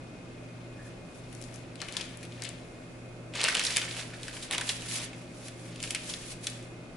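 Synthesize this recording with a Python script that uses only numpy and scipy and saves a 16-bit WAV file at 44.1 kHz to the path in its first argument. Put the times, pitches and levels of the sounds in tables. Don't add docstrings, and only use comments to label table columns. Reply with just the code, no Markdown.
import sys
import numpy as np
from scipy import signal
from scipy.fft import rfft, irfft, next_fast_len
from scipy.io import wavfile

SR = 44100
rng = np.random.default_rng(int(sys.argv[2]) if len(sys.argv) > 2 else 0)


def gain_from_decibels(decibels):
    exponent = np.asarray(decibels, float) / 20
    return 10 ** exponent


def put_to_file(sound):
    columns = np.atleast_2d(sound).T
    safe = np.clip(columns, -1, 1)
    whole_steps = np.round(safe * 32767)
    wavfile.write(sys.argv[1], SR, whole_steps.astype(np.int16))


N = 307244


def rms_one(x):
    return x / np.sqrt(np.mean(x ** 2) + 1e-20)


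def at_hz(points, hz):
    table_hz, values = np.transpose(points)
    return np.interp(np.log(hz), np.log(table_hz), values)


def in_time(rows):
    return np.interp(np.arange(N) / SR, *np.transpose(rows))


def drift(corner_hz):
    step = 40
    r = np.exp(-2 * np.pi * corner_hz * step / SR)
    settle = 2000
    noise = rng.standard_normal(N // step + settle + 2)
    slow = signal.lfilter([1], [1, -2 * r, r * r], noise)[settle:]
    return np.interp(np.arange(N) / step, np.arange(len(slow)), rms_one(slow))


def resonance(x, hz, width_hz):
    r = np.exp(-np.pi * width_hz / SR)
    zeros = np.array([1, 0, -1]) * (1 - r * r) / 2
    poles = [1, -2 * r * np.cos(2 * np.pi * hz / SR), r * r]
    return signal.lfilter(zeros, poles, x)


def coloured(x, spectrum):
    size = next_fast_len(N)
    hz = np.maximum(np.arange(size // 2 + 1) * SR / size, 1)
    return rms_one(irfft(rfft(x, size) * gain_from_decibels(at_hz(spectrum, hz)), size)[..., :N])


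def sides(pan_db):
    return gain_from_decibels(np.array([pan_db, -pan_db]) / 2)


# multiple of the source's rate, level in dB rms.
MAINS_LINES = [(2, -52), (4, -72.5)]
MOTOR_LINES = [(2, -59.5), (4, -67.5), (5, -71), (6, -64.5), (8, -67.5), (10, -83), (12, -77.5)]
COMPRESSOR_LINES = [(3, -67), (6, -66), (9, -64), (10, -72), (13, -76), (19, -83), (21, -83), (25, -75),
                    (36, -73), (38, -79), (41, -79), (42, -72), (43, -73), (44, -80), (45, -74), (60, -86)]
FAN_LINES = [(1, -92), (2, -59.5), (3, -59.5), (5, -65.5)]
MAINS_HZ, MOTOR_HZ, COMPRESSOR_HZ, FAN_HZ = 59.98, 59.388, 58.917, 84.63
BEAT_CREST_S = 0.65


def hum():
    t = np.arange(N) / SR - BEAT_CREST_S
    out = np.zeros((2, N))
    sources = ((MAINS_HZ, MAINS_LINES), (MOTOR_HZ, MOTOR_LINES),
               (COMPRESSOR_HZ, COMPRESSOR_LINES), (FAN_HZ, FAN_LINES))
    for rate_hz, lines in sources:
        for multiple, level_db in lines:
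            hz = multiple * rate_hz
            lag_rad = rng.normal(0, 1) * min(hz / 900, 2)
            phase = 2 * np.pi * hz * t + np.array([[lag_rad], [-lag_rad]]) / 2
            out += np.sqrt(2) * gain_from_decibels(level_db) * np.cos(phase)
    return out


# frequency in Hz, relative density in dB per Hz.
AIR_SPECTRUM = [(13, -43), (22, -0.5), (71, -8), (119, -5), (206, -10), (253, -2.5), (461, -11), (539, -9),
                (955, -17.5), (1210, -16), (2250, -21.5), (2560, -26), (2850, -26), (9410, -32.5),
                (11000, -32.5), (14300, -71), (22000, -120)]
AIR_DB = -51.5
# frequency in Hz, width in Hz, level in dB rms.
HOUSING_PEAKS = [(174.5, 48, -59.5), (324, 36, -64.5), (599, 72, -63.5), (2130, 27, -74), (2463, 31, -67.5)]
# frequency in Hz, left-right correlation.
AIR_LIKENESS = [(30, 0.86), (60, 0.91), (140, 0.89), (340, 0.79), (820, 0.37), (1950, 0), (4670, 0),
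                (11200, -0.0)]


def air():
    size = next_fast_len(N)
    hz = np.maximum(np.arange(size // 2 + 1) * SR / size, 1)
    alike = np.clip(at_hz(AIR_LIKENESS, hz), -1, 1)
    mid, side = rfft(rng.standard_normal((2, size)))
    spectra = np.sqrt(1 + alike) * mid + np.sqrt(1 - alike) * side * [[1], [-1]]
    white = irfft(spectra, size)[:, :N]
    out = gain_from_decibels(AIR_DB) * coloured(white, AIR_SPECTRUM)
    for peak_hz, width_hz, level_db in HOUSING_PEAKS:
        out += gain_from_decibels(level_db) * rms_one(resonance(white, peak_hz, width_hz))
    return out


# frequency in Hz, time to fall 60 dB in s.
KITCHEN_T60 = [(500, 0.98), (2500, 0.58), (10000, 0.25)]
TAIL_DB = -9.5
# nominal delay in ms, gain in dB.
ECHOES = [(2.2, -31), (5.5, -16), (11.5, -34)]


def kitchen(x):
    size = SR // 2
    t = np.arange(size) / SR
    tail = np.zeros((2, size))
    for low_hz in 250 * 2.0 ** np.arange(6):
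        octave = signal.butter(2, [low_hz, 2 * low_hz], "band", fs=SR, output="sos")
        t60_s = at_hz(KITCHEN_T60, low_hz * np.sqrt(2))
        tail += signal.sosfilt(octave, rng.standard_normal((2, size))) * gain_from_decibels(-60 * t / t60_s)
    tail *= np.clip(t / 0.00068, 0, 1)
    response = gain_from_decibels(TAIL_DB) * tail / np.sqrt(np.sum(tail ** 2) / 2)
    for delay_ms, echo_db in ECHOES:
        delays = (delay_ms * SR / 1000 * rng.uniform(0.9, 1.1, 2)).astype(int)
        response[[0, 1], delays] += gain_from_decibels(echo_db)
    return signal.fftconvolve(x, response, axes=1)[:, :N]


SWELL_RANGE_DB = 15


def swells(rows):
    t = np.arange(0, N + 32, 32) / SR
    top_s, top_db, swell_s, fade_s = np.transpose(rows)[:, :, None]
    away = np.maximum((top_s - t) / swell_s, (t - top_s) / fade_s)
    level = np.sqrt(np.sum(gain_from_decibels(top_db - SWELL_RANGE_DB * away) ** 2, axis=0))
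    return np.interp(np.arange(N) / SR, t, level)


# loudest moment in s, level in dB, swell in s, fade in s.
SQUEAKS = [(.8, -57, .04, 0.046), (.868, -57, 0.028, 0.044)]
SQUEAK_HZ, SQUEAK_WIDTH_HZ, SQUEAK_PAN_DB = 1720, 240, 1.7


def squeak():
    noise = rng.standard_normal(N)
    for _ in range(2):
        noise = resonance(noise, SQUEAK_HZ, SQUEAK_WIDTH_HZ)
    return swells(SQUEAKS) * rms_one(noise) * sides(SQUEAK_PAN_DB)[:, None]


# frequency in Hz, relative density in dB per Hz.
SLIDE_SPECTRUM = [(500, -6), (1500, -4), (2500, 1.5), (4500, 3), (7000, 3.5), (9500, 3), (11500, 5)]
# loudest moment in s, level in dB, swell in s, fade in s.
STROKES = [(.87, -55, 0.079, .05), (1.176, -55, 0.097, 0.043), (1.43, -55.5, 0.43, .2),
           (1.55, -51.5, 0.062, 0.085), (1.89, -50, 0.098, .08), (1.99, -51, 0.11, 0.58),
           (2.24, -62, .2, .07), (2.43, -60.5, 0.23, 1), (3.37, -45, 0.019, .3), (3.485, -34, .06, 0.071),
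           (3.66, -32.5, .1, 0.22), (3.77, -32.5, 0.049, 0.041), (3.99, -40, 0.35, 0.09),
           (4.28, -46.5, .3, 0.05), (4.36, -42, 0.084, 0.096), (4.434, -37.5, 0.052, 0.04),
           (4.525, -34, 0.016, .04), (4.695, -34.5, 0.13, .1), (4.96, -32, .18, 0.081),
           (5.05, -37.5, 0.13, 0.015), (5.19, -52, 0.051, .12), (5.475, -43, 0.14, 0.033),
           (5.664, -49, 0.24, 0.16), (5.837, -37.5, 0.033, .07), (5.914, -36, 0.036, 0.04),
           (6.1, -36, 0.12, .08), (6.325, -41.5, 0.28, .04), (6.44, -42, 0.036, 0.19)]


def slide(rough_db, apart):
    mid, side = rng.standard_normal((2, N))
    flutter = gain_from_decibels(rough_db * (drift(44) + 0.79 * drift(23)))
    hiss = coloured(flutter * (mid + apart * side * [[1], [-1]]), SLIDE_SPECTRUM)
    return swells(STROKES) * hiss


# frequency in Hz, relative density in dB per Hz.
CRACKLE_SPECTRUM = [(200, -49), (400, 0.5), (700, 1.5), (1200, 0.5), (1700, 3.5), (2600, 4.5), (4500, -2),
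                    (7000, -8.5), (11500, -16)]


def crackle(per_s, spread_db, clump_db, colour_db, cycles):
    size_db = spread_db * np.minimum(rng.exponential(1, N), 3.5)
    sizes = gain_from_decibels(size_db) * rng.choice([-1, 1], N)
    born = rng.random(N) < per_s * gain_from_decibels(clump_db * drift(40)) / SR
    folds = sides(4.0 * rng.standard_normal(N)) * sizes * born
    pitches_hz = np.geomspace(400, 10500, 14)
    dealt = rng.integers(0, len(pitches_hz), N)
    rings = np.zeros((2, N))
    for k, hz in enumerate(pitches_hz):
        struck = folds * (dealt == k) * gain_from_decibels(colour_db * drift(18.3))
        rings += rms_one(resonance(struck + 1e-18, hz, hz / cycles)) * np.sqrt(hz)
    return coloured(rings, CRACKLE_SPECTRUM)


# start in s, end in s, deep folds against crackle level in dB.
PRESSING = [(1.81, 2.03, -8.5), (3.33, 3.604, -7.5), (3.604, 4.407, -11), (4.506, 4.648, -4),
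            (4.68, 5.077, -10), (5.804, 6.15, -14)]
TRAY_HZ = 1544


def pressing():
    t = np.arange(N) / SR
    return sum(gain_from_decibels(share_db) * (t > start_s) * (t <= end_s) for start_s, end_s, share_db in PRESSING)


# time in s, crackle level in dB.
HANDLING = [(0, -67), (1.2, -67), (1.44, -62.5), (1.78, -63), (1.84, -55.5), (2.02, -46), (2.06, -55.5),
            (2.3, -63.5), (2.46, -51), (2.64, -66), (3.32, -72), (3.36, -37), (3.5, -38), (3.85, -42.5),
            (3.94, -49.5), (4.0, -39), (4.08, -57), (4.35, -51), (4.495, -53.5), (4.535, -38), (4.57, -48),
            (4.8, -51.5), (5.04, -45), (5.09, -60.5), (5.39, -63.5), (5.48, -54), (5.54, -64.5),
            (5.9, -52.5), (6.11, -55), (6.33, -57.5), (6.4, -66), (6.48, -51.5), (6.7, -65), (6.97, -68.5)]
CROWD_DB, GATHER_DB_PER_S, DISPERSE_DB_PER_S = -17, 4000, 468


def crowding():
    gather_s, disperse_s = SWELL_RANGE_DB / GATHER_DB_PER_S, SWELL_RANGE_DB / DISPERSE_DB_PER_S
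    crowds = []
    for start_s, level_db, body_hz, treble_db, length_ms in SNAPS:
        body_db = level_db - 10 * np.log10(1 + gain_from_decibels(treble_db) ** 2)
        crowds.append((start_s + length_ms / 1000, body_db + CROWD_DB, gather_s, disperse_s))
    return np.hypot(gain_from_decibels(in_time(HANDLING)), swells(crowds))


# start in s, level in dB, body in Hz, treble against body in dB, length in ms.
SNAPS = [(1.3273, -40, 2820, 12, 1.1), (1.35, -35, 4070, 12, 0.79), (1.4142, -37, 2370, 12, 1.7),
         (1.424, -35.5, 4000, 9, 1.1), (1.439, -38.5, 4250, 5, 1.1), (1.54, -39.5, 5500, 11, 2.7),
         (1.5591, -36, 1950, 9, .75), (1.7562, -36.5, 2760, -1, 0.9), (1.8033, -35, 2840, -10, 1.4),
         (1.8168, -21.5, 3000, -1, 0.49), (1.8176, -37, 1320, -25, 5.6), (1.8856, -31, 2250, -4, 1.1),
         (1.924, -27.5, 3960, 6, .85), (1.9679, -18.5, 3640, -3, 1.07), (1.9725, -34, 3520, 10, 2.5),
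         (2.01, -28, 3500, -13, 2), (2.1725, -32, 2420, 32, 0.83), (2.2289, -38.5, 2170, 2, 5.3),
         (2.251, -38, 3010, 5, 1.6), (2.322, -41, 2380, -12, 1.7), (2.421, -24.5, 4600, 1, 0.67),
         (2.4373, -26, 3890, 20, 0.92), (2.4462, -31, 3200, -1, 1.7), (2.451, -29.5, 3300, -9, 1.6),
         (2.49, -27.5, 5500, 19, 1.05), (3.3366, -36, 2460, -28, 4.7), (3.3528, -28, 2200, -1, 3.9),
         (3.4049, -33, 5370, -12, 1.4), (3.4134, -20, 3840, -4, 1.9), (3.4336, -18, 3010, -21, .9),
         (3.4398, -8.5, 2820, 5, 0.85), (3.449, -17.5, 2640, -14, 1.1), (3.471, -24, 2530, -6, 2.1),
         (3.479, -24, 2500, -9, 3.0), (3.4836, -17, 1570, -2, 3.8), (3.4977, -25, 2130, -7, 2.3),
         (3.525, -29, 1740, -6, 3.5), (3.5455, -23, 3000, 5, 2.5), (3.5504, -13, 2700, -0.5, 1.3),
         (3.569, -18, 2830, -21, 1.4), (3.5842, -27, 3010, -8, 1.4), (3.5942, -16, 2940, 1.5, 2.1),
         (3.6126, -31, 3730, -17, 2.5), (3.628, -31, 3280, -21, 4), (3.637, -21.5, 5500, 7, 2.5),
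         (3.6492, -19.5, 4070, -1, 2.3), (3.6658, -20.5, 4100, -16, 3.3), (3.7053, -26, 4540, -17, 1.8),
         (3.7214, -30, 5400, -6, 4.5), (3.7622, -17, 2730, -3, 1.6), (3.7687, -8, 2000, 9, 1.2),
         (3.7783, -22.5, 2030, 0, 2.5), (3.8143, -27.5, 3000, -16, 3.7), (3.9107, -28.5, 3350, -6, 1.5),
         (4.023, -34.5, 2700, -9, 2.1), (4.1335, -40.5, 1570, -10, 11), (4.232, -25.5, 3500, 2.5, .81),
         (4.2807, -28, 1550, -2.5, 1.6), (4.3676, -36, 2100, -14, 3.2), (4.4253, -33.5, 3750, 1, 6.8),
         (4.5108, -14, 2260, 5, 0.52), (4.5247, -26, 3140, -16, 2.4), (4.5325, -24, 1970, -2, 2.5),
         (4.542, -26, 2170, 1, 2.6), (4.5472, -26, 2830, -4, 3), (4.5805, -14.5, 2840, 3, 1.16),
         (4.6103, -22.5, 1710, 0.5, 3.3), (4.678, -30, 2640, -9, 1.6), (4.6909, -18, 3100, -3.5, 3.3),
         (4.6995, -27, 2480, -6, 1.4), (4.7662, -37, 5050, -10, 1.7), (4.82, -33.5, 2700, 1, 2.8),
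         (4.9124, -30, 2580, -7, 1.9), (5.0, -33, 3100, -15, 1), (5.131, -38, 2250, -16, 1.8),
         (5.4825, -31, 2270, 5, 1.8), (5.7588, -35, 2700, 3, 1.9), (5.8015, -32, 2580, 1, 2.1),
         (5.8281, -18.5, 2820, 13, 1), (5.8379, -25, 2400, -5, 1.4), (5.875, -28.5, 2480, 0, 1.3),
         (5.906, -18.5, 2500, 6.5, 2.2), (5.948, -18, 2340, 3.5, 2.4), (5.9584, -31, 2180, -20, 2),
         (6.0968, -29.5, 3700, -14, 1.7), (6.1382, -24, 2900, -34, 1.1), (6.4688, -17.5, 3280, 4.5, 2.3),
         (6.481, -40, 2500, 5, 1.7), (6.4984, -31, 3400, 22, 3.1), (6.6257, -43, 2510, 14, 2.9)]
# time in s, left over right in dB.
HANDS = [(0, 8), (1.42, 5.5), (2.25, 2.5), (2.7, 5), (3.3, 1.2), (3.62, -0.5), (4.2, 0.1), (4.9, -0.1),
         (6.97, 0.7)]
SNAP_SIDE, SNAP_SCATTER_DB = 2.44, 0.1


def snaps():
    size = 2048
    out = np.zeros((2, N + size))
    ms = np.arange(size) * 1000 / SR
    treble = signal.butter(2, 5500, "high", fs=SR, output="sos")
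    for start_s, level_db, body_hz, treble_db, length_ms in SNAPS:
        low, high, apart = rng.standard_normal((3, size))
        pan_db = SNAP_SIDE * np.interp(start_s, *np.transpose(HANDS)) + rng.normal(0, SNAP_SCATTER_DB)
        rise = np.minimum(ms / (0.2 * length_ms), 1)
        shape = rise * gain_from_decibels(-5.0 * ms / length_ms)
        body = resonance(resonance(low, body_hz, 0.29 * body_hz), body_hz, 4.2 * body_hz)
        body = rms_one(shape * body)
        bass_cut = signal.butter(2, 0.52 * body_hz, "high", fs=SR, output="sos")
        body = rms_one(signal.sosfilt(bass_cut, body))
        hiss = signal.sosfilt(treble, high + 0.5 * apart * np.array([[1], [-1]]))
        tick = gain_from_decibels(treble_db) * rms_one(rise * gain_from_decibels(-6.0 * ms / length_ms) * hiss)
        burst = rms_one(body + tick) * np.sqrt(np.mean(shape ** 2) / 2)
        at = round(start_s * SR)
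        out[:, at:at + size] += gain_from_decibels(level_db) * burst * sides(pan_db)[:, None]
    return out[:, :N]


def scene():
    background = hum() + air()
    rubbing = slide(rough_db=1.5, apart=0.88)
    folds = crackle(per_s=2500, spread_db=2.0, clump_db=3.0, colour_db=2.0, cycles=2.5)
    thin = rms_one(signal.sosfilt(signal.butter(3, TRAY_HZ, "high", fs=SR, output="sos"), folds))
    deep = rms_one(signal.sosfilt(signal.butter(3, TRAY_HZ, "low", fs=SR, output="sos"), folds))
    level = crowding()
    at_hands = (level * thin + rubbing) * sides(in_time(HANDS))
    on_tray = level * pressing() * deep
    paper = squeak() + at_hands + on_tray + snaps()
    return background + paper + kitchen(paper)


def band_limit(x):
    return signal.sosfilt(signal.butter(12, 11750, fs=SR, output="sos"), x)


CUTOFF_HZ = 11000


def record(dry):
    slope = [(CUTOFF_HZ - 100, 0), (CUTOFF_HZ + 100, -12), (CUTOFF_HZ + 250, -38), (13500, -50)]  # (Hz, dB)
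    mix = coloured(dry, slope) * np.sqrt(np.mean(dry ** 2))
    return band_limit(mix)


dry = scene()
out = record(dry)
put_to_file(out)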